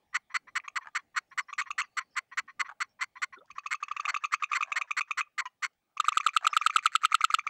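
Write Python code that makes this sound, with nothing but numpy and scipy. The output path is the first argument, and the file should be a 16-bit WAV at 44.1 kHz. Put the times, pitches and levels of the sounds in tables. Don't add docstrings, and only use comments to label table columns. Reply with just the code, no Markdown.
import sys
import numpy as np
from scipy import signal
from scipy.fft import rfft, irfft, next_fast_len
from scipy.io import wavfile
from scipy.ndimage import uniform_filter1d

SR = 44100
rng = np.random.default_rng(int(sys.argv[2]) if len(sys.argv) > 2 else 0)


def transcribe(u):
    v = np.clip(np.atleast_2d(u).T, -1, 1)
    q = np.round(v * 32767).astype(np.int16)
    wavfile.write(sys.argv[1], SR, q)


def convert_level_to_amplitude(level_db):
    exponent = np.asarray(level_db, float) / 20
    return 10 ** exponent


N = 330309


def along(points, hz):
    f, v = np.transpose(points)
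    return np.interp(np.log(hz + 1), np.log(f + 1), v)


def add(track, s, sound):
    track[round(s * SR):][:len(sound)] += sound


def wobble(shape, size):
    return np.cumsum(uniform_filter1d(rng.standard_normal(shape), size=size), -1)


# frequency in Hz, level in dB per Hz.
AIR_DB = [(20, -16.5), (60, -4), (230, -3), (450, -9), (620, -6), (820, -2.5), (950, -15.5), (2200, -14),
          (3500, -19.5), (8000, -28), (16500, -35.5)]
# time in s, level below about 500 Hz in dB.
BACKGROUND_DRIFT = [(0, -84.5), (1.249, -83), (3.3, -85), (4, -93.5), (5.6, -90), (6.999, -88)]
HUM_FOLLOWS, FULL_DRIFT_TOP_HZ = 0.63, 511


def air():
    hz, t, z = signal.stft(rng.standard_normal(N + 1024), SR, nperseg=1024)
    patches = uniform_filter1d(uniform_filter1d(rng.standard_normal(z.shape), 8, 0), 6, 1)
    z = z * convert_level_to_amplitude(along(AIR_DB, hz)[:, None] + 4.0 * patches / patches.std())
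    s, db = np.transpose(BACKGROUND_DRIFT)
    follows = HUM_FOLLOWS + (1 - HUM_FOLLOWS) / (1 + (hz / FULL_DRIFT_TOP_HZ) ** 6)
    drift_db = np.outer(follows, np.interp(t, s, db - db.mean()))
    x = signal.istft(z * convert_level_to_amplitude(drift_db), SR, nperseg=1024)[1][:N]
    return x / x.std() * convert_level_to_amplitude(db.mean() + 8.5)


# frequency in Hz, level in dB per Hz.
HISS_DB = [(20, -46), (3000, -11.5), (9000, -13.5), (14200, -23.5), (15100, -6), (15700, -3.5),
           (16100, -41)]


def hiss():
    m = next_fast_len(N)
    hz = np.fft.rfftfreq(m, 1 / SR)
    x = irfft(rfft(rng.standard_normal(m)) * convert_level_to_amplitude(along(HISS_DB, hz)), m)[:N]
    return convert_level_to_amplitude(-91.0) * x / x.std()


# frequency in Hz, gain
# in dB.
SAC_DB = [(30, -36.5), (250, -20.5), (350, -20.5), (700, -25), (950, -10.5), (1200, 3), (8200, -2.5),
          (9500, -3.5), (16000, 11), (17000, -51.5)]


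def radiate(x, size=1, dull_db=0):
    m = next_fast_len(N + 8192)
    hz = np.fft.rfftfreq(m, 1 / SR)
    gain_db = along(SAC_DB, size * hz) - dull_db * np.clip((hz - 7200) / 2500, 0, 1)
    return irfft(rfft(x, m) * convert_level_to_amplitude(gain_db), m)[:N]


def ring(modes, stretch, attack_ms, rough, scatter_db=1.07):
    hz, db, t60_ms = np.transpose(modes)[:, :, None]
    ms = np.arange(SR // 25) * 1000 / SR
    level_db = db + scatter_db * rng.standard_normal(hz.shape) - 60 * ms / t60_ms
    wander = rough * (hz / 8000) ** 0.7 * wobble(level_db.shape, 9)
    tones = convert_level_to_amplitude(level_db) * np.sin(2 * np.pi * hz * stretch * ms / 1000 + wander)
    return tones.sum(0) * (1 - np.exp(-ms / attack_ms)) ** 2


def train(ms, rate, modes, first, last, jitter, rise, brighten_db, attack_ms, rough, order=0):
    count = max(int(ms * rate / 1000 + 1.5), 2)
    out = np.zeros(round(ms * SR / 1000) + SR // 16)
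    hz, db, t60_ms = np.transpose(modes)
    for u in np.linspace(0, 1, count):
        size = min((u + .15) / rise, 1) * min((1.2 - u) / .55, 1) * convert_level_to_amplitude(rng.normal(0, 1.2))
        tilt_db = brighten_db * (u - .5) * np.log2(hz / 1500)
        stretch = (first + (last - first) * u) ** ((hz[0] / hz) ** order)
        when_s = ms / 1000 * (.92 * u + .08 * u * u) + abs(rng.normal(0, jitter / rate))
        modes_now = np.transpose([hz, db + tilt_db, t60_ms])
        add(out, when_s, size * ring(modes_now, stretch[:, None], attack_ms, rough))
    return out / np.sqrt(np.sum(out ** 2) / (ms * SR / 1000))


# start in s, level in dB.
FAR_CROAKS = [(.128, -49.5), (0.298, -52.5), (0.47, -49.5), (0.637, -50), (.81, -49.5), (0.974, -47.5),
              (1.143, -47.5), (1.311, -49.5), (1.483, -46), (1.657, -45.5), (1.825, -50), (1.994, -42.5),
              (2.153, -44.5), (2.314, -45.5), (2.477, -47.5), (2.645, -46.5), (2.822, -50), (2.99, -47),
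              (3.154, -45.5), (3.324, -46), (3.552, -53.5)]
# resonance in Hz, level in dB, t60 in ms.
FAR_MODES = [(1054, 2, 35.7), (1480, -7.5, 18), (1946.8, 5, 14.1), (2300, -4.5, 16), (3300, -23, 26),
             (4200, -24, 40), (5800, -23, 28)]
FAR_MS, FAR_SCATTER_MS, FAR_PULSES_PER_S = 26, 2, 347


def far_croaker():
    out = np.zeros(N + SR)
    for s, db in FAR_CROAKS:
        ms = rng.normal(FAR_MS, FAR_SCATTER_MS)
        croak = train(ms, FAR_PULSES_PER_S, FAR_MODES, 0.933, 1.05, 0.075, rise=0.33, brighten_db=7.0,
                      attack_ms=0.91, rough=0.17, order=1)
        add(out, s, convert_level_to_amplitude(db + 0.5) * croak)
    return radiate(out, dull_db=11.0)


# resonance in Hz, level in dB, t60 in ms.
NEAR_MODES = [(336, -6, 15.8), (1074.5, -4, 32.4), (1253, 7.5, 8.4), (1437.1, 10, 8.44), (2028, 13.5, 9.35),
              (2430, 5, 4.9), (2830, -6.5, 14), (3300, -16.5, 6.1), (4356, -3.5, 19.4), (5900, -2, 9.1),
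              (6440, -8, 13), (7560, 3.5, 7), (10300, -21.5, 6.3), (13500, -30.5, 6.5)]
# frequency in Hz, share.
TIGHTENING = [(1400, 0.018), (1900, 0.25), (2400, 0.064), (4000, 0.034)]
POSTURE_DB, POSTURE_SHARE = .8, .005
LAST_DULL_DB = 2


def pulse(age_ms, posture, fade=0):
    hz, db, t60_ms = np.transpose(NEAR_MODES)
    age = np.tanh(age_ms / 22)
    tilt_db = (2.8 * (age - .55) - LAST_DULL_DB * fade * (hz > 1500)) * np.log2(hz / 1500)
    hz_now = hz * (1 + along(TIGHTENING, hz) * (age - .55) + POSTURE_SHARE * posture[0])
    modes = np.transpose([hz_now, db + tilt_db + POSTURE_DB * posture[1], t60_ms])
    return ring(modes, 1, attack_ms=.27, rough=.095, scatter_db=1)


# start in s, first to last pulse in ms, last pulse under the loudest in dB.
NEAR_CROAKS = [(0.1451, 23.6, 2), (0.3443, 24.2, 0.5), (0.555, 24.3, 2.5), (0.7588, 18.8, 0),
               (0.9513, 24.8, 5), (1.1632, 24.4, 0.5), (1.3781, 19.7, -1), (1.5814, 26.2, 6),
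               (1.7809, 25, -2), (1.9706, 24.2, 4.5), (2.1664, 24.2, 0.5), (2.374, 24.6, 5.5),
               (2.5969, 18.3, -4), (2.8044, 23.4, 0), (3.0105, 18.7, -0.8), (3.2198, 26.2, 10),
               (3.7088, 16.8, 5), (4.08, 26.3, 2), (4.322, 27.5, 11.5), (4.548, 24, 0), (4.759, 25.2, 5),
               (4.969, 26, 0.5), (5.1749, 26, 2.5), (5.3806, 26.3, 2), (5.6246, 26.1, -5)]
PULSE_COUNTS = [10, 10, 10, 8, 10, 10, 8, 10, 10, 10, 10, 10, 8, 10, 8, 11, 7, 10, 11, 10, 10, 10, 10, 11,
                11]
# start in s, level under a full pulse in dB.
STUTTER_PULSES = [
    (1.4028, 11.5),
    (3.036, 3.5),
    (3.729, -1),
    (5.6574, 5),
]
CROAK_DB, FIRST_GAP_MS, SWELL_MS = -31, 2.3, 6.06
PAUSE_S, PAUSE_LOSS_DB = 0.228, .8
JITTER_MS, SIZE_SCATTER_DB = .05, .8


def near_croaker():
    out = np.zeros(N + SR)
    gaps_s = np.diff(np.transpose(NEAR_CROAKS)[0], prepend=0)
    late = np.clip((gaps_s - PAUSE_S) / .03, 0, 1)
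    for (s, ms, fade_db), count, rested in zip(NEAR_CROAKS, PULSE_COUNTS, late):
        u = np.linspace(0, 1, count)
        posture = rng.standard_normal((2, len(NEAR_MODES)))
        ages_ms = FIRST_GAP_MS * (count - 1) * u * (1 - u) + ms * u * u
        ages_ms = ages_ms + JITTER_MS * rng.standard_normal(count)
        swell = np.clip((ages_ms + 4.3) / (SWELL_MS + 5 * rested + 4.3), 0, 1)
        fade = np.clip((u - .7) / 0.36, 0, 1) ** 1.7
        db = CROAK_DB - PAUSE_LOSS_DB * rested - fade_db * fade
        db = db + SIZE_SCATTER_DB * rng.standard_normal(count)
        for age_ms, size, faded in zip(ages_ms, swell * convert_level_to_amplitude(db), fade):
            add(out, s + (age_ms - .9) / 1000, size * pulse(age_ms, posture, faded))
    for s, under_db in STUTTER_PULSES:
        posture = rng.standard_normal((2, len(NEAR_MODES)))
        add(out, s - .0009, convert_level_to_amplitude(CROAK_DB - under_db) * pulse(26, posture))
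        add(out, s + 0.0055, convert_level_to_amplitude(CROAK_DB - under_db - 4.0) * pulse(29, posture))
    return radiate(out)


def glides(rows):
    out = np.zeros(N + SR)
    for s, ms, db, first_hz, last_hz in rows:
        u = np.linspace(0, 1, round(ms * SR / 1000))
        wander = first_hz / 42000 * wobble(len(u), 30)
        waver = 1 + 0.5 * np.sin(2 * np.pi * ms / 9 * u + rng.uniform(0, 2 * np.pi))
        phase = 2 * np.pi * np.cumsum(first_hz + (last_hz - first_hz) * u) / SR
        add(out, s, convert_level_to_amplitude(db) * np.sin(np.pi * u ** 0.74) * waver * np.sin(phase + wander))
    return out[:N]


# start in s, length in ms, level in dB, pitch in Hz.
AFTER_RINGS = [(0.172, 3.8, -41.5, 1096), (0.589, 7.3, -39, 1180), (.6, 2.1, -37.5, 2320),
               (.781, 12, -33.5, 1102), (1.402, 10, -35, 1110), (2.399, 8.5, -37.5, 1103),
               (2.618, 13.3, -32, 1117), (3.029, 6.2, -35, 1112), (.878, 10, -51, 884),
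               (2.71, 23, -46.5, 845), (4.572, 13, -34.5, 1123), (5.265, 18, -59, 1225),
               (5.269, 23, -74.5, 2320), (5.408, 9, -35, 1159), (5.416, 10, -39.5, 1083),
               (5.418, 7.8, -43, 2000), (5.656, 8, -37, 1250)]


def after_rings():
    return glides([(*row, 0.99 * row[-1]) for row in AFTER_RINGS])


def bout(rows, rule):
    *pairs, settle_s = rule
    s, db, click_db = np.transpose(rows)
    cold = np.exp(-(s - s[0]) / settle_s)
    chance = rng.standard_normal((3, len(s)))
    hz, after_ms, click_hz = [last + (first - last) * cold for first, last in pairs]
    hz = hz * (1 + 0.002 * chance[0])
    after_ms = after_ms + .12 * chance[1]
    click_hz = click_hz * (1 + 0.0054 * chance[2])
    return np.transpose([s, db, hz, after_ms, click_db, click_hz])


def quacks(rows, voice, rise_ms, fade_db, lag_ms, brief):
    overtones, shut_ms, attack_ms, upper = voice
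    out = np.zeros(N + SR)
    for s, db, hz, after_ms, click_db, click_hz in rows:
        ms = np.arange(round((after_ms + 3) * SR / 1000)) * 1000 / SR
        swell = np.sin(np.pi / 2 * np.clip(ms / rise_ms, 0, 1)) ** 2
        env = swell * convert_level_to_amplitude(-fade_db * np.clip(ms - rise_ms, 0, None) ** 1.07)
        env = env * np.clip((after_ms - lag_ms + 0.43 - ms) / 0.45, 0, 1)
        phase = 2 * np.pi * hz * (ms + 0.0037 * ms * (6 - ms)) / 1000
        note = env * np.sin(phase)
        for k, over_db in overtones:
            level = convert_level_to_amplitude(over_db + rng.normal(0, 1.0)) * swell * env ** brief
            note = note + level * np.sin(k * phase + 0.2 * wobble(len(ms), 12))
        add(out, s + lag_ms / 1000, convert_level_to_amplitude(db) * note)
        ms = np.arange(-SR // 200, SR // 50) * 1000 / SR
        click = 1.45 * np.sin(2 * np.pi * click_hz * ms / 1000 + 1.6)
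        click = click / (np.exp(-1.8 * ms / attack_ms) + np.exp(ms / shut_ms))
        add(out, s + (after_ms + ms[0]) / 1000, convert_level_to_amplitude(click_db) * click)
        crackle = ring(upper, 0.98471, 0.77 * attack_ms, rough=0.18)
        add(out, s + (after_ms - 1.646 * attack_ms) / 1000, convert_level_to_amplitude(click_db + 5.0) * crackle)
    return out[:N]


# start in s, note in dB, click in dB.
EARLY_QUACKS = [
    (.6792, -30, -27.5),
    (1.5286, -31, -28.5),
    (1.613, -25, -25.5),
    (1.7057, -26, -24.5),
    (1.8105, -25.5, -23),
]
# (Hz, dB, t60 in ms).
EARLY_SOUND = ([(2, -14), (3, -17), (4, -32), (5, -32.5), (6, -20)], 0.67, 0.92, [(2684, -6, 13),
                (4200, -14, 8), (5800, -34, 15), (6500, -15.5, 28), (8200, -32.5, 8)])
# note in Hz, click delay in ms, click in Hz; then settling time in s.
EARLY_WARMUP = (1098, 1170), (5, 8.6), (2400, 2580), 0.5


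def early_frog():
    rows = bout(EARLY_QUACKS, EARLY_WARMUP)
    return radiate(quacks(rows, EARLY_SOUND, rise_ms=2.6, fade_db=1.2, lag_ms=-1.1, brief=0.54), dull_db=8.0)


# resonance in Hz, level in dB, t60 in ms.
SLOW_MODES = [(1000, -8, 19.2), (1250, -6, 23), (1590, 0, 12), (2570, -8, 6.4), (4384, -21.5, 9),
              (6580, -31, 12)]
GLIDE_RATE = 35


def slow_train(ms, rate, last_hz, **manner):
    first_hz = last_hz * (1 + GLIDE_RATE / rate)
    return train(ms, rate, SLOW_MODES, first_hz / 1000, last_hz / 1000, order=6, **manner)


# start in s, length in ms, level in dB, pulses per s, last resonance in Hz.
RATTLE_CALLS = [
    (0.844, 39.5, -49, 86, 913),
    (2.682, 14.7, -43, 105, 1000),
    (2.706, 13.4, -50, 160, 823),
]


def rattles():
    out = np.zeros(N + SR)
    for s, ms, db, rate, hz in RATTLE_CALLS:
        call = slow_train(ms, rate, hz, jitter=0.081, rise=0.81, brighten_db=4.5, attack_ms=0.94, rough=0.381)
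        add(out, s, convert_level_to_amplitude(db) * call)
    return radiate(out, size=1.8, dull_db=9.5)


# start in s, length in ms, level in dB, first Hz, last Hz.
BIRD_CALLS = [(1.298, 25, -75, 5300, 5800), (1.411, 37, -70, 5600, 5000), (1.471, 107, -68.5, 5519, 5900),
              (1.82, 62.06, -69.5, 4850, 4500), (1.87, 340, -82, 4505, 4450), (2.104, 27, -75, 5630, 5000),
              (2.125, 16, -74, 4730, 5430), (2.137, 22, -66.5, 5450, 4500), (2.885, 55, -76, 5354, 5700),
              (3.17, 51, -70.5, 3500, 3500), (3.551, 44, -68.5, 5480, 5900), (6.499, 44, -57, 5400, 5200),
              (6.59, 48.9, -61, 5400, 5800), (7.191, 34, -65, 5800, 5000)]


def birds():
    return glides(BIRD_CALLS)


# start in s, level in dB.
CASE_TICKS = [
    (3.4577, -65),
    (3.47, -71),
    (3.551, -72),
    (2.469, -71.5),
    (2.893, -74),
    (5.733, -74),
]
# resonance in Hz, level in dB, t60 in ms.
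CASE_MODES = [(4405.5, -21, 20), (5900, -15, 22), (8130, 1.5, 15.21), (15450, -17, 6.8)]


def ticks():
    out = np.zeros(N + SR)
    for s, db in CASE_TICKS:
        add(out, s, convert_level_to_amplitude(db) * ring(CASE_MODES, 0.66, attack_ms=0.28, rough=0.53))
    return out[:N]


# start in s, length in ms, level in dB, first Hz, last Hz.
BUBBLE_NOTES = [
    (3.359, 33, -51, 1484, 1250),
    (3.369, 37, -53, 345.7, 444),
    (3.384, 8.6, -60.5, 3550, 3500),
    (3.407, 18, -52, 1300, 1200),
    (3.406, 32, -56.5, 442.5, 650),
    (3.44, 23, -69, 820, 1107),
]


def bubble():
    return glides(BUBBLE_NOTES)


def purr(rows, below_db, lead_ms, modes, rate=210, rough=.52):
    out = np.zeros(N + SR)
    for s, db, *_ in rows:
        lead = train(lead_ms - 5, rate, modes, .85, 1.15, 0.15, rise=0.16, brighten_db=6,
                     attack_ms=0.65, rough=rough, order=1)
        add(out, s - lead_ms / 1000, convert_level_to_amplitude(db - below_db) * lead)
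    return out[:N]


# resonance in Hz, level in dB, t60 in ms.
FILLING_MODES = [(1000, -2, 50), (1765, 4.5, 20.3), (2590, -18, 15), (4400, -19.5, 7.4), (5960, -7.5, 19)]
# start in s, note in dB, click in dB.
LEFT_QUACKS = [(3.5027, -38, -37), (3.5817, -25.5, -34), (3.6599, -25, -29), (3.7426, -25, -29.5),
               (3.8271, -23.5, -27.5), (3.9127, -23, -33.5), (3.9968, -23.5, -26.5), (4.0793, -25, -24.5),
               (4.1627, -22, -26), (4.2475, -21, -26.5), (4.3365, -17.5, -20), (4.4229, -22.5, -34.5),
               (4.5159, -22, -28), (4.6071, -21.5, -29)]
# (Hz, dB, t60 in ms).
LEFT_SOUND = ([(2, -13), (3, -21), (4, -35), (5, -34), (6, -26)], 0.74, 0.91, [(2607, -3.5, 26),
               (4600, -13.5, 18), (5800, -30, 20), (6450, -13.5, 26.5), (11800, -46.5, 16)])
# note in Hz, click delay in ms, click in Hz; then settling time in s.
LEFT_WARMUP = (1143, 1221), (9.2, 8.2), (2406, 2550), 0.47


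def left_frog():
    rows = bout(LEFT_QUACKS, LEFT_WARMUP)
    calls = quacks(rows, LEFT_SOUND, rise_ms=4.87, fade_db=3.5, lag_ms=-1.2, brief=0.85)
    return radiate(calls, dull_db=8.0) + radiate(purr(LEFT_QUACKS, 33, 26, FILLING_MODES), dull_db=15.0)


# start in s, note in dB, click in dB.
RIGHT_QUACKS = [(3.8822, -34, -42), (3.9649, -27, -27.5), (4.0519, -24, -22), (4.1423, -23, -20),
                (4.2373, -25.5, -18.5), (4.4339, -22, -18), (4.5303, -21, -18), (4.6247, -23, -17.5),
                (4.7184, -24, -17.5), (4.812, -24, -19), (4.9075, -23.5, -19), (5.0077, -23, -20.5),
                (5.108, -23.5, -19.5), (5.2063, -22.5, -21)]
# (Hz, dB, t60 in ms).
RIGHT_SOUND = ([(2, -4.5), (3, -20.5), (4, -35.5), (5, -23), (6, -19), (9, -41.5)],
                1.3, 1, [(2506, -12, 23), (3690, -21, 20), (5000, -31, 6.4), (6360, -27.5, 41),
                (7100, -27, 27), (11100, -39, 29)])
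# note in Hz, click delay in ms, click in Hz; then settling time in s.
RIGHT_WARMUP = (1130, 1194), (7, 7.9), (2700, 2484), 0.22


def right_frog():
    rows = bout(RIGHT_QUACKS, RIGHT_WARMUP)
    calls = quacks(rows, RIGHT_SOUND, rise_ms=3.4495, fade_db=3.5, lag_ms=-.8, brief=0.7)
    return radiate(calls, dull_db=8.0) + radiate(purr(RIGHT_QUACKS, 35.0, 33, FILLING_MODES), dull_db=15.0)


# start in s, length in ms, level in dB, pulses per s, last resonance in Hz.
GROAN_CALLS = [
    (4.029, 99, -52, 85, 684),
    (4.644, 210, -57.5, 83, 510),
    (6.407, 100, -51.5, 91, 514),
]


def groans():
    out = np.zeros(N + SR)
    for s, ms, db, rate, hz in GROAN_CALLS:
        call = slow_train(ms, rate, hz, jitter=.28, rise=.2, brighten_db=-8, attack_ms=2, rough=.45)
        add(out, s, convert_level_to_amplitude(db) * call)
    return radiate(out, size=1.8, dull_db=9.5)


# length in ms, level in dB, pitch in Hz.
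BLEAT_NOTE = (21, -36.5, 1003)
# multiple, level in dB, fade in dB per ms.
BLEAT_OVERTONES = [(1, 10.5, 0.5151), (1.92, -2, 0.7883), (2.9, -21.5, -0.5395), (4.6, -29, 0),
                   (6.4, -11.5, 0.5)]
# resonance in Hz, level in dB, t60 in ms.
RASP_MODES = [(1470, -3.5, 6.8), (2000, 1, 7.8), (2610, 0.5, 7.6), (4500, -20, 7), (6500, -14, 9)]
BLEAT_START_S = 5.4552


def bleat():
    out = np.zeros(N + SR)
    length_ms, db, hz = BLEAT_NOTE
    ms = np.arange(SR // 20) * 1000 / SR
    env = (1 - np.exp(-ms / 0.61)) / (1 + np.exp((ms - length_ms) / 1.7))
    for k, over_db, fades_db in BLEAT_OVERTONES:
        tone = np.sin(2 * np.pi * k * hz * ms / 1000 + .022 * k * wobble(len(ms), 20))
        add(out, BLEAT_START_S, convert_level_to_amplitude(db + over_db - fades_db * ms) * env * tone)
    rasp = train(11, 480, RASP_MODES, 0.85, 0.98, .25, rise=.16, brighten_db=-6, attack_ms=0.44, rough=.3)
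    add(out, BLEAT_START_S, convert_level_to_amplitude(db - 9) * rasp)
    return radiate(out, dull_db=7)


# start in s, note in dB, click in dB.
RIVAL_QUACKS = [(5.9698, -30, -26.5), (6.0429, -24.5, -25), (6.1207, -23, -22), (6.2008, -23, -20),
                (6.2827, -25, -20.5), (6.4461, -21, -17.5), (6.5295, -22, -18), (6.6129, -22, -18),
                (6.6973, -23.5, -19), (6.7826, -25.5, -21), (6.8663, -26, -21.5), (7.0345, -22, -16),
                (7.1187, -22, -16), (7.2071, -22.5, -16.5), (7.3018, -23, -20.5), (7.386, -23.5, -18),
                (7.4668, -22.5, -17)]
# (Hz, dB, t60 in ms).
RIVAL_SOUND = ([(2, -15.5), (3, -28), (5, -19), (6, -27)], 0.6342, 0.96, [(2376.2, -16.5, 32),
                (3500, -19.5, 10.4), (4650, -36, 45), (6462.4, -27.5, 33.46), (7701.4, -26, 7.8)])
# note in Hz, click delay in ms, click in Hz; then settling time in s.
RIVAL_WARMUP = (1127, 1251), (8.7, 8.4), (2450, 2302.6), 0.54


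def rival_frog():
    rows = bout(RIVAL_QUACKS, RIVAL_WARMUP)
    calls = quacks(rows, RIVAL_SOUND, rise_ms=4.0, fade_db=3.5, lag_ms=-0.967, brief=1.0)
    lead_in = purr(RIVAL_QUACKS[1:], 37.196, 28, FILLING_MODES)
    return radiate(calls, dull_db=8.0) + radiate(lead_in, dull_db=15.0)


# start in s, note in dB, click in dB.
NEAR_QUACKS = [(5.9994, -15, -17.5), (6.0828, -13, -13), (6.1712, -13.5, -11), (6.2641, -13, -12.5),
               (6.3643, -13, -9), (6.4668, -13, -10), (6.5659, -12.5, -10), (6.6626, -12.5, -10),
               (6.7598, -12, -9.5), (6.857, -12.5, -9.5), (6.9517, -13.5, -9.5), (7.048, -13, -9.5),
               (7.1433, -12, -9.5), (7.2406, -12.5, -10.5), (7.3402, -12.5, -9)]
# (Hz, dB, t60 in ms).
NEAR_SOUND = ([(2, -23), (3, -12), (4, -36), (5, -20.5), (6, -15), (8, -36), (10, -44.5)],
               0.41, 0.23544, [(4220, -17.5, 13.296), (2000, -32, 33), (2750, -26, 38), (3500, -17, 9.8),
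               (5600, -25.5, 6.777), (7680, -13.5, 10.7), (10240, -22.5, 4), (12200, -34.5, 3.9),
               (15231, -52, 4.1)])
# note in Hz, click delay in ms, click in Hz; then settling time in s.
NEAR_WARMUP = (1232, 1319), (7.8, 8.1), (2950, 3030), 0.3
# resonance in Hz, level in dB, t60 in ms.
PURR_MODES = [(1200, -13, 19), (1520, 4, 26.65), (1955, 3, 28), (2370, 4.5, 13), (4300, 2, 13),
              (6300, -2, 12), (7560, 3, 12.8)]


def near_quacker():
    rows = bout(NEAR_QUACKS, NEAR_WARMUP)
    calls = quacks(rows, NEAR_SOUND, rise_ms=2.612, fade_db=1.7, lag_ms=-.55, brief=1.53)
    return radiate(calls + purr(NEAR_QUACKS[1:], 34.6, 33, PURR_MODES, rate=135, rough=0.29))


# frequency in Hz, t60 in s.
BANK_T60 = [(300, 0.036), (1200, 0.22), (1800, .24), (2500, 0.23), (5500, 0.28), (7600, .1), (10000, 0.027)]


def bank(x, delay_ms, size):
    out, step = np.zeros(N + SR), SR // 3
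    for start in range(0, N, step):
        hz, t, z = signal.stft(rng.standard_normal(step), SR, nperseg=128)
        decay = convert_level_to_amplitude(-60 * t / size / along(BANK_T60, hz)[:, None])
        tail = signal.istft(z * decay, SR, nperseg=128)[1]
        echo = signal.fftconvolve(x[start:start + step], tail / np.linalg.norm(tail))
        add(out, start / SR + delay_ms / 1000, echo)
    return out[:N]


SLAP_S, SLAP_DB = .0198, -24


def slapback(x):
    return convert_level_to_amplitude(SLAP_DB) * np.pad(uniform_filter1d(x, size=7), (round(SLAP_S * SR), 0))[:N]


def scene():
    near = near_croaker()
    far = far_croaker() + after_rings() + rattles() + birds() + ticks() + bubble() + groans() + bleat()
    others = early_frog() + left_frog() + right_frog() + rival_frog()
    loud = near_quacker()
    to_water = convert_level_to_amplitude(-25) * near + convert_level_to_amplitude(-27.5) * loud + convert_level_to_amplitude(-20.5) * others + convert_level_to_amplitude(-11.5) * far
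    ripples = bank(to_water, delay_ms=0.54, size=.2)
    to_bank = convert_level_to_amplitude(-48.5) * near + convert_level_to_amplitude(-40.5) * loud + convert_level_to_amplitude(-34.0) * others + convert_level_to_amplitude(-33.5) * far
    echoes = bank(to_bank, delay_ms=9.2, size=1.1)
    return (near + loud + others + far + ripples + slapback(others) + echoes + air() + hiss())[None]


def top_cut(x):
    return signal.sosfilt(signal.butter(12, 16300, fs=SR, output="sos"), x)


def record(dry):
    return top_cut(dry)


dry = scene()
out = record(dry)
transcribe(out)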